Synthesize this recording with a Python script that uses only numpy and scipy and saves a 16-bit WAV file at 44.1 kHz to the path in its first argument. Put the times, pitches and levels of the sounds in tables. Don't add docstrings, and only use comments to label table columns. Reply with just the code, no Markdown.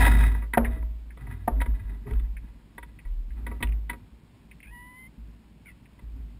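import sys
import numpy as np
from scipy import signal
from scipy.fft import rfft, irfft
from scipy.io import wavfile
from scipy.ndimage import uniform_filter1d

SR = 44100
rng = np.random.default_rng(int(sys.argv[2]) if len(sys.argv) > 2 else 0)


def store_wav(level_fs):
    pcm = np.round(np.clip(np.atleast_2d(level_fs), -1, 1) * 32767)
    wavfile.write(sys.argv[1], SR, pcm.T.astype(np.int16))


N = 281975
T = np.arange(N) / SR
RING_T = T[:int(.6 * SR)]


def undb(db):
    return 10 ** (np.asarray(db) / 20)


def unit(x):
    return x / np.sqrt(np.mean(x ** 2) + 1e-20)


def band(x, lo_hz, hi_hz, order=2):
    edges = [lo_hz, min(hi_hz, SR / 2 - 1)]
    return signal.sosfilt(signal.butter(order, edges, "band", fs=SR, output="sos"), x)


def resonate(x, peaks):
    out = 0
    for hz, width_hz, db in peaks:
        b, a = signal.iirpeak(hz, hz / (2 * width_hz), fs=SR)
        once = signal.lfilter(b, a, x)
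        out = out + undb(db) * signal.lfilter(b, a, once)
    return out


def walk(rate):
    knots = rng.standard_normal(int(N / SR * rate) + 2)
    joined = np.interp(T * rate, np.arange(len(knots)), knots)
    return unit(uniform_filter1d(joined, size=int(SR / rate / 2) + 1))


def grains(rate, spread_db):
    contacts = rng.random(N) < rate / SR
    size = rng.standard_normal(N)
    extra_db = spread_db * np.minimum(rng.exponential(size=N), 4)
    return unit(contacts * size * undb(extra_db))


def fade(t60):
    return np.exp(-np.log(1000) * RING_T / t60)


def ring(modes, stretch, scatter_db, detune, disorder=1):
    out = 0
    for hz, db, t60 in modes:
        level_chance, pitch_chance, phase_chance = rng.standard_normal(3)
        cycles = hz * (1 + detune * pitch_chance) * RING_T + disorder * phase_chance
        out = out + undb(db + scatter_db * level_chance) * fade(t60 * stretch) * np.sin(2 * np.pi * cycles)
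    return out


def strength(x, db):
    return x * undb(db) / np.sqrt(np.mean(x[:int(.012 * SR)] ** 2))


def add(out, s, x):
    i = max(int(s * SR), 0)
    out[i:i + len(x)] += x[:N - i]


def swell(start, length, rise, t60):
    age = T - start
    attack = np.sin(np.pi / 2 * np.clip(age / rise, 0, 1)) ** 2
    return attack * np.exp(-np.log(1000) * np.clip((age - length) / t60, 0, 2))


# (frequency [Hz], nominal width [Hz], relative level [dB])
CASING = [(376, 34, -19.5), (518, 230, -10), (725, 140, -4), (940, 44.3, 4.5), (1275, 270, -5.5),
          (1418, 13, -7.5), (1642, 79, 0), (1962, 53, 6), (2114, 16, -6.5), (2486, 58, -5),
          (3080, 35, -14.5), (3450, 99, -13), (3737, 53, -6.5), (3935, 35, -22), (5014, 233, -23.5)]
# (frequency [Hz], nominal width [Hz], relative level [dB])
SPRINGS = [(85.4, 27, 7.5), (115.6, 21, 1), (242, 25.5, 3.5), (267, 31, -15.5), (369.4, 51, -8.5),
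           (560, 450, -18)]
STOP_S, SHAKE_HZ = 0.53, 53.75
CLATTER_DB, CLATTER_POWER = -22, 2.55
SHUDDER_DB, SHUDDER_POWER = -24, 1.52


def engine():
    speed = np.maximum(1 - T / STOP_S, 0)
    shake = undb(2 * np.sin(2 * np.pi * SHAKE_HZ * T) + 2.8 * walk(90))
    chatter = unit(resonate(grains(rate=3000, spread_db=0.2) * shake, CASING))
    shudder = unit(resonate(rng.standard_normal(N), SPRINGS))
    clatter = chatter * undb(CLATTER_DB) * speed ** CLATTER_POWER
    return clatter + shudder * undb(SHUDDER_DB) * speed ** SHUDDER_POWER


# (frequency [Hz], relative level [dB], t60 before stretching [s])
GEARBOX = [(156.4, -23.5, .09), (234.3, -22, .41), (421, -27, .223), (464, -31.5, 0.055), (546, -11, .12),
           (646, -33.5, 1.7), (739, -1, .05), (714, 4.5, 0.067), (826, 1, 0.019), (890, -1.5, .062),
           (904, -7, 0.11), (1186, -11, .071), (1430, -12, 0.076), (1580, -10, 0.051), (1830, -5, .044)]
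# (time [s], onset level [dB], ring time factor, spectral tilt [dB per octave])
CLUNKS = [(.573, -14, .8, -5), (1.4758, -19.5, 1, -6)]
CRACK_DB, BUZZ_DB, BUZZ_T60_S = -3.5, -18.5, 0.38


def clunks():
    out = np.zeros(N)
    for s, db, stretch, tilt_db in CLUNKS:
        crack = unit(band(rng.standard_normal(len(RING_T)), 140, 2200, order=3)) * fade(.055)
        buzz = unit(band(rng.standard_normal(len(RING_T)), 260, 1100)) * fade(BUZZ_T60_S)
        loose = undb(CRACK_DB) * crack + undb(BUZZ_DB) * buzz
        modes = ring(GEARBOX, stretch, scatter_db=4.0, detune=0.0016, disorder=0.11)
        slam = 1 + .5 * np.exp(-((RING_T - .007) / .004) ** 2)
        blow = (modes + loose) * np.minimum(RING_T / 0.0047, 1) * slam
        octaves = np.log2(np.maximum(np.fft.rfftfreq(len(blow), 1 / SR), 200) / 700)
        tilted = irfft(rfft(blow) * undb(tilt_db * octaves), len(blow))
        dying = np.cos(np.pi / 2 * RING_T / RING_T[-1]) ** 2
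        add(out, s, strength(tilted * dying, db))
    return out


# (frequency [Hz], relative level [dB], t60 before stretching [s])
FRAME = [(238, -4, .25), (302, -2, .16), (398, -5, .14), (460, -5, .11), (540, -6, .12), (695, -6, .07),
         (955, 0, .12), (1165, -3, .085), (1300, -4, .08), (1470, -9, .08), (1625, -5, .07),
         (1925, -1, .07), (1995, 0, .07), (2225, -6, .06), (2500, -7, .06), (2595, -7, .07),
         (3030, -6, .06), (3470, -9, .07), (3810, -11, .07)]
# (time [s], clink onset level [dB], weight [dB], hardness [dB], ring time factor)
KNOCKS = [(0.047, -24, -19, -7, 0.42), (0.061, -25, -1, -26, 0.5), (.235, -30, -21, -31, 0.42),
          (.3465, -40.5, -7, -25, 0.23), (.418, -45.5, -6, -23, 1.9), (0.5334, -25.5, -12.5, -11.5, 0.26),
          (0.54, -28.5, -18.5, -26, 0.72), (0.759, -61.5, 17.5, -26, 1.3), (0.824, -53, 7.5, -22, 0.25),
          (1.169, -54.5, -0.5, -6.5, 0.77), (1.267, -48.5, -7, -28, 0.55), (1.6, -36, -16, -17, 1.54),
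          (1.611, -29, -10.5, -10.5, 0.61), (1.657, -42, -1.5, -12, .49), (2.065, -50.5, -7, -27, 1.1),
          (2.105, -46, -5, -11, 0.63), (2.133, -53, -18, -2.5, 0.19), (2.192, -52.5, -18, -4.5, 0.62),
          (2.777, -39, -8.5, -13.5, 0.65), (2.8249, -43, -12, -10.5, 0.81), (3.048, -54.5, -11, -13, 1.6),
          (3.4632, -36, -9.5, -11, 0.78), (3.5104, -45.5, 4, -22, 1.2), (3.602, -48.5, 5, -19, 0.53),
          (3.6237, -27, -10.5, -2, 0.72), (3.893, -29, -14.5, -10, 0.93), (3.928, -42.5, -4.5, -12, 0.99),
          (5.989, -56.5, -5, -5.5, 0.39)]
CLANK_DB, CLANK_SHARE = 3, 0.5


def knocks():
    out = np.zeros(N)
    for s, db, weight_db, hardness_db, stretch in KNOCKS:
        rattle_fade = fade(.05 * stretch) + undb(-17) * fade(.15 * stretch)
        rattle = rng.standard_normal(len(RING_T)) * rattle_fade
        modes = ring(FRAME, stretch, scatter_db=2.5, detune=.005)
        blow = (modes + undb(6) * rattle) * np.minimum(RING_T / .005, 1) ** 1.5
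        body = strength(band(blow, 190, 1000, order=3), weight_db)
        clank = strength(band(blow, 813, 1385, order=3), CLANK_DB + CLANK_SHARE * weight_db)
        clink = strength(band(blow, 1190, 2300, order=3), 0)
        edge = strength(band(blow, 2190, 3606, order=3), hardness_db)
        add(out, s, undb(db) * (body + clank + clink + edge))
    return out


# (time [s], push length [s], pitch [Hz], boom level [dB], deep wobble level [dB], t60 [s])
JOLTS = [(-.03, 0.28, 52.56, -15.5, -56, 0.81), (0.576, 0.14, 56, -24.5, -33.5, 0.41),
         (0.79, 0.023, 55, -26.5, -38.5, 1.03), (1.203, 0.38, 50.9, -38.5, -54, 0.73),
         (1.507, 0.12, 51.4, -20.5, -45, 0.13), (1.67, 0.047, 51.3, -19, -29, 0.25),
         (1.835, 0.047, 49.5, -29, -48, 0.87), (2.113, 0.037, 53.3, -20.5, -25.5, 0.85),
         (2.777, 0.066, 55, -42.5, -54, 1.04), (3.045, 0.15, 51.5, -41.5, -29, 0.76),
         (3.293, 0.27, 54.75, -33.5, -69, .4), (3.629, .11, 52.5, -23, -45, 0.62),
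         (4.645, 0.095, 50.7, -45, -59, 0.57), (5.168, 0.093, 53.9, -40.5, -58, 0.41),
         (6.019, 0.15, 54.4, -38, -51, 0.2), (6.179, 0.067, 52.5, -36.5, -56, 0.63)]
JOLT_RISE_S, WOBBLE_HZ = 0.028, 38.2


def arm():
    out = np.zeros(N)
    for s, length, hz, boom_db, wobble_db, t60 in JOLTS:
        turn = 2 * np.pi * (T - s)
        swing = undb(boom_db) * np.sin(hz * turn) + undb(wobble_db) * np.sin(WOBBLE_HZ * turn)
        out += np.sqrt(2) * swing * swell(s, length, JOLT_RISE_S, t60)
    return out


# (time [s], length [s], dull rumble level [dB], scraping level [dB])
SHIFTS = [(.6, .11, -40, -52.5), (1.171, 0.18, -45.5, -56.5), (1.493, 0.26, -44.5, -59.5),
          (1.785, 0.072, -58, -54.5), (1.866, 0.034, -44, -55), (2.05, 0.034, -36, -53.5),
          (2.399, 0.028, -52, -59), (2.847, 0.042, -61, -66.5), (3.336, .1, -45.5, -69),
          (3.465, 0.05, -43, -57.5), (3.589, 0.038, -36, -63), (3.913, 0.036, -50.5, -81),
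          (5.991, 0.021, -52.5, -74), (6.136, 0.044, -50, -79)]
SHIFT_RISE_S, SHIFT_T60_S = 0.039, 0.61


def shifting():
    rumble = unit(resonate(rng.standard_normal(N), SPRINGS))
    scuffs = grains(rate=1500, spread_db=2) * undb(4.5 * walk(45))
    scrape = unit(band(resonate(scuffs, CASING), 840, 3710))
    moves = np.array([swell(s, length, SHIFT_RISE_S, SHIFT_T60_S) for s, length, _, _ in SHIFTS])
    _, _, rumble_db, scrape_db = np.transpose(SHIFTS)
    rumble_gain = np.sqrt(undb(rumble_db) ** 2 @ moves ** 2)
    scrape_gain = np.sqrt(undb(scrape_db) ** 2 @ moves ** 2)
    return rumble * rumble_gain + scrape * scrape_gain


# (time [s], length [s], mean pitch [Hz], level [dB])
GROANS = [(1.203, .14, 130.2, -46), (1.28, 0.21, 87, -41), (1.559, 0.052, 272, -40),
          (1.67, 0.022, 275.6, -41), (1.792, 0.03, 92.1, -34.5), (2.05, 0.022, 417, -42),
          (2.097, 0.024, 400, -41), (2.098, .03, 100, -33.5), (6.01, 0.022, 109.8, -48),
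          (6.148, 0.024, 270, -50.5)]
GROAN_RISE_S, GROAN_T60_S, GROAN_WAVER = 0.024, 0.12, .05


def groans():
    out = np.zeros(N)
    for s, length, hz, db in GROANS:
        phase = 2 * np.pi * np.cumsum(hz * (1 + GROAN_WAVER * walk(30))) / SR
        tone = np.sqrt(2) * np.sin(phase)
        out += tone * undb(db) * swell(s, length, GROAN_RISE_S, GROAN_T60_S)
    return out


FLUTTER_DB = 4.5


def pivot(hz, rough):
    hz = hz * (1 + .055 * rough * walk(500) + .0007 * walk(40))
    phase = 2 * np.pi * np.cumsum(hz) / SR
    partials = np.arange(1, 6)[:, None]
    steel_hz = [757, 1000, 1037, 1710, 1900, 2510, 2710, 4000, 5000]
    steel_db = [-27, -2, -22, -8, 1.5, -0.5, -13.5, -34, -35]
    gains = undb(np.interp(partials * hz, steel_hz, steel_db))
    summed = np.sum(gains * np.sin(partials * phase), axis=0)
    tone = summed / np.sqrt(np.sum(gains ** 2, axis=0) / 2)
    return tone * undb(FLUTTER_DB * rough * walk(300))


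# (time [s], slip rate [Hz], level [dB])
SQUEAL = [(4.708, 920, -56), (4.716, 945, -56), (4.73, 976.4, -50), (4.752, 967, -48), (4.892, 996, -51),
          (4.938, 995, -52.5), (4.994, 1025, -49), (5.068, 1032, -50), (5.085, 1090, -68)]
SQUEAL_ROUGH = 0.09
# (time [s], length [s], first slip rate [Hz], last slip rate [Hz], level [dB], roughness)
RASPS = [(4.635, 0.025, 727, 750, -53.5, 1.11), (4.661, 0.033, 815, 858, -52.5, 0.37),
         (5.649, 0.059, 794, 654, -53, 0.78)]
RASP_RISE_S, RASP_T60_S = 0.017, 0.071


def squeaks():
    s, hz, db = np.transpose(SQUEAL)
    turning = uniform_filter1d(1. * ((T >= s[0]) & (T <= s[-1])), size=300)
    out = pivot(np.interp(T, s, hz), SQUEAL_ROUGH) * undb(np.interp(T, s, db)) * turning
    for start, length, first_hz, last_hz, db, rough in RASPS:
        glide = np.interp(T, [start, start + length], [first_hz, last_hz])
        out += pivot(glide, rough) * undb(db) * swell(start, length, RASP_RISE_S, RASP_T60_S)
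    return out


# (time [s], centre pitch [Hz], onset level [dB], t60 [s])
SLIPS = [(0.646, 1956, -32.5, 0.067), (1.104, 1950, -52.5, 0.081), (2.367, 2046, -47.5, 0.067),
         (2.9885, 2170, -51.5, 0.072), (3.304, 1990, -58.5, 0.08), (3.6705, 2330, -50, 0.033),
         (3.688, 2290, -54.5, 0.05), (3.7216, 2180, -50.5, 0.041), (4.512, 2280, -50, 0.06),
         (4.6028, 2210, -53.5, 0.038), (4.6282, 2270, -49, 0.092), (5.8565, 2200, -59.5, 0.048)]


def slips():
    out = np.zeros(N)
    for s, hz, db, t60 in SLIPS:
        grit = band(rng.standard_normal(len(RING_T)), hz * .82, hz * 1.19, order=3)
        add(out, s, strength(grit * fade(t60) * np.minimum(RING_T / 0.0011, 1), db))
    return out


# (frequency [Hz], relative level [dB], t60 before stretching [s])
EXHAUST = [(56.7, 3, 0.48), (101.3, 3, 0.18), (164, 1, 0.187), (222.3, -0.5, .18), (260.4, -2, 0.098),
           (403.6, -22, .12)]
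# (share of the cycle, mean gain [dB])
PUFFS = [(0, -51), (0.528, -56.5)]
IDLE_HZ, IDLE_START_S, SMEAR_DB = 9.47, .004, -59


def far_idle():
    out = undb(SMEAR_DB) * unit(band(rng.standard_normal(N), 87, 268))
    for start in np.arange(IDLE_START_S, N / SR, 1 / IDLE_HZ):
        for share, db in PUFFS:
            late, size_db = rng.standard_normal(2)
            modes = ring(EXHAUST, 0.83, scatter_db=4.0, detune=0.025, disorder=0.14)
            puff = modes * np.minimum(RING_T / 0.0084, 1)
            s = min(start + share / IDLE_HZ + .002 * late, T[-1])
            add(out, s, puff * undb(db + size_db))
    return out


# (frequency [Hz], relative level per Hz [dB])
AIR = [(40, -10), (300, -7), (400, -19.5), (770, -16.5), (960, -14), (1250, -20.5), (2500, -19.5),
       (4450, -26), (5400, -29), (7000, -38.5)]
AIR_DB = -63.5


def air():
    hz, db = np.transpose(AIR)
    colour = undb(np.interp(np.log(np.fft.rfftfreq(N, 1 / SR) + 1), np.log(hz), db))
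    hiss = unit(irfft(rfft(rng.standard_normal(N)) * colour, N))
    return hiss * undb(AIR_DB + .4 * walk(15))


def scene():
    machine = engine() + clunks() + knocks() + arm()
    friction = shifting() + groans() + squeaks() + slips()
    return (machine + friction + far_idle() + air())[None]


HOLD_HZ, BAND_HZ, TOP_HZ = 12000, 5600, 15500


def record(dry):
    narrow = signal.sosfilt(signal.ellip(8, .2, 70, BAND_HZ, fs=SR, output="sos"), dry)
    sampled = narrow * (1 + 2 * np.cos(2 * np.pi * HOLD_HZ * T))
    held = irfft(rfft(sampled) * np.sinc(np.fft.rfftfreq(N, 1 / SR) / HOLD_HZ), N)
    return signal.sosfilt(signal.ellip(8, .2, 70, TOP_HZ, fs=SR, output="sos"), held)


dry = scene()
out = record(dry)
store_wav(out)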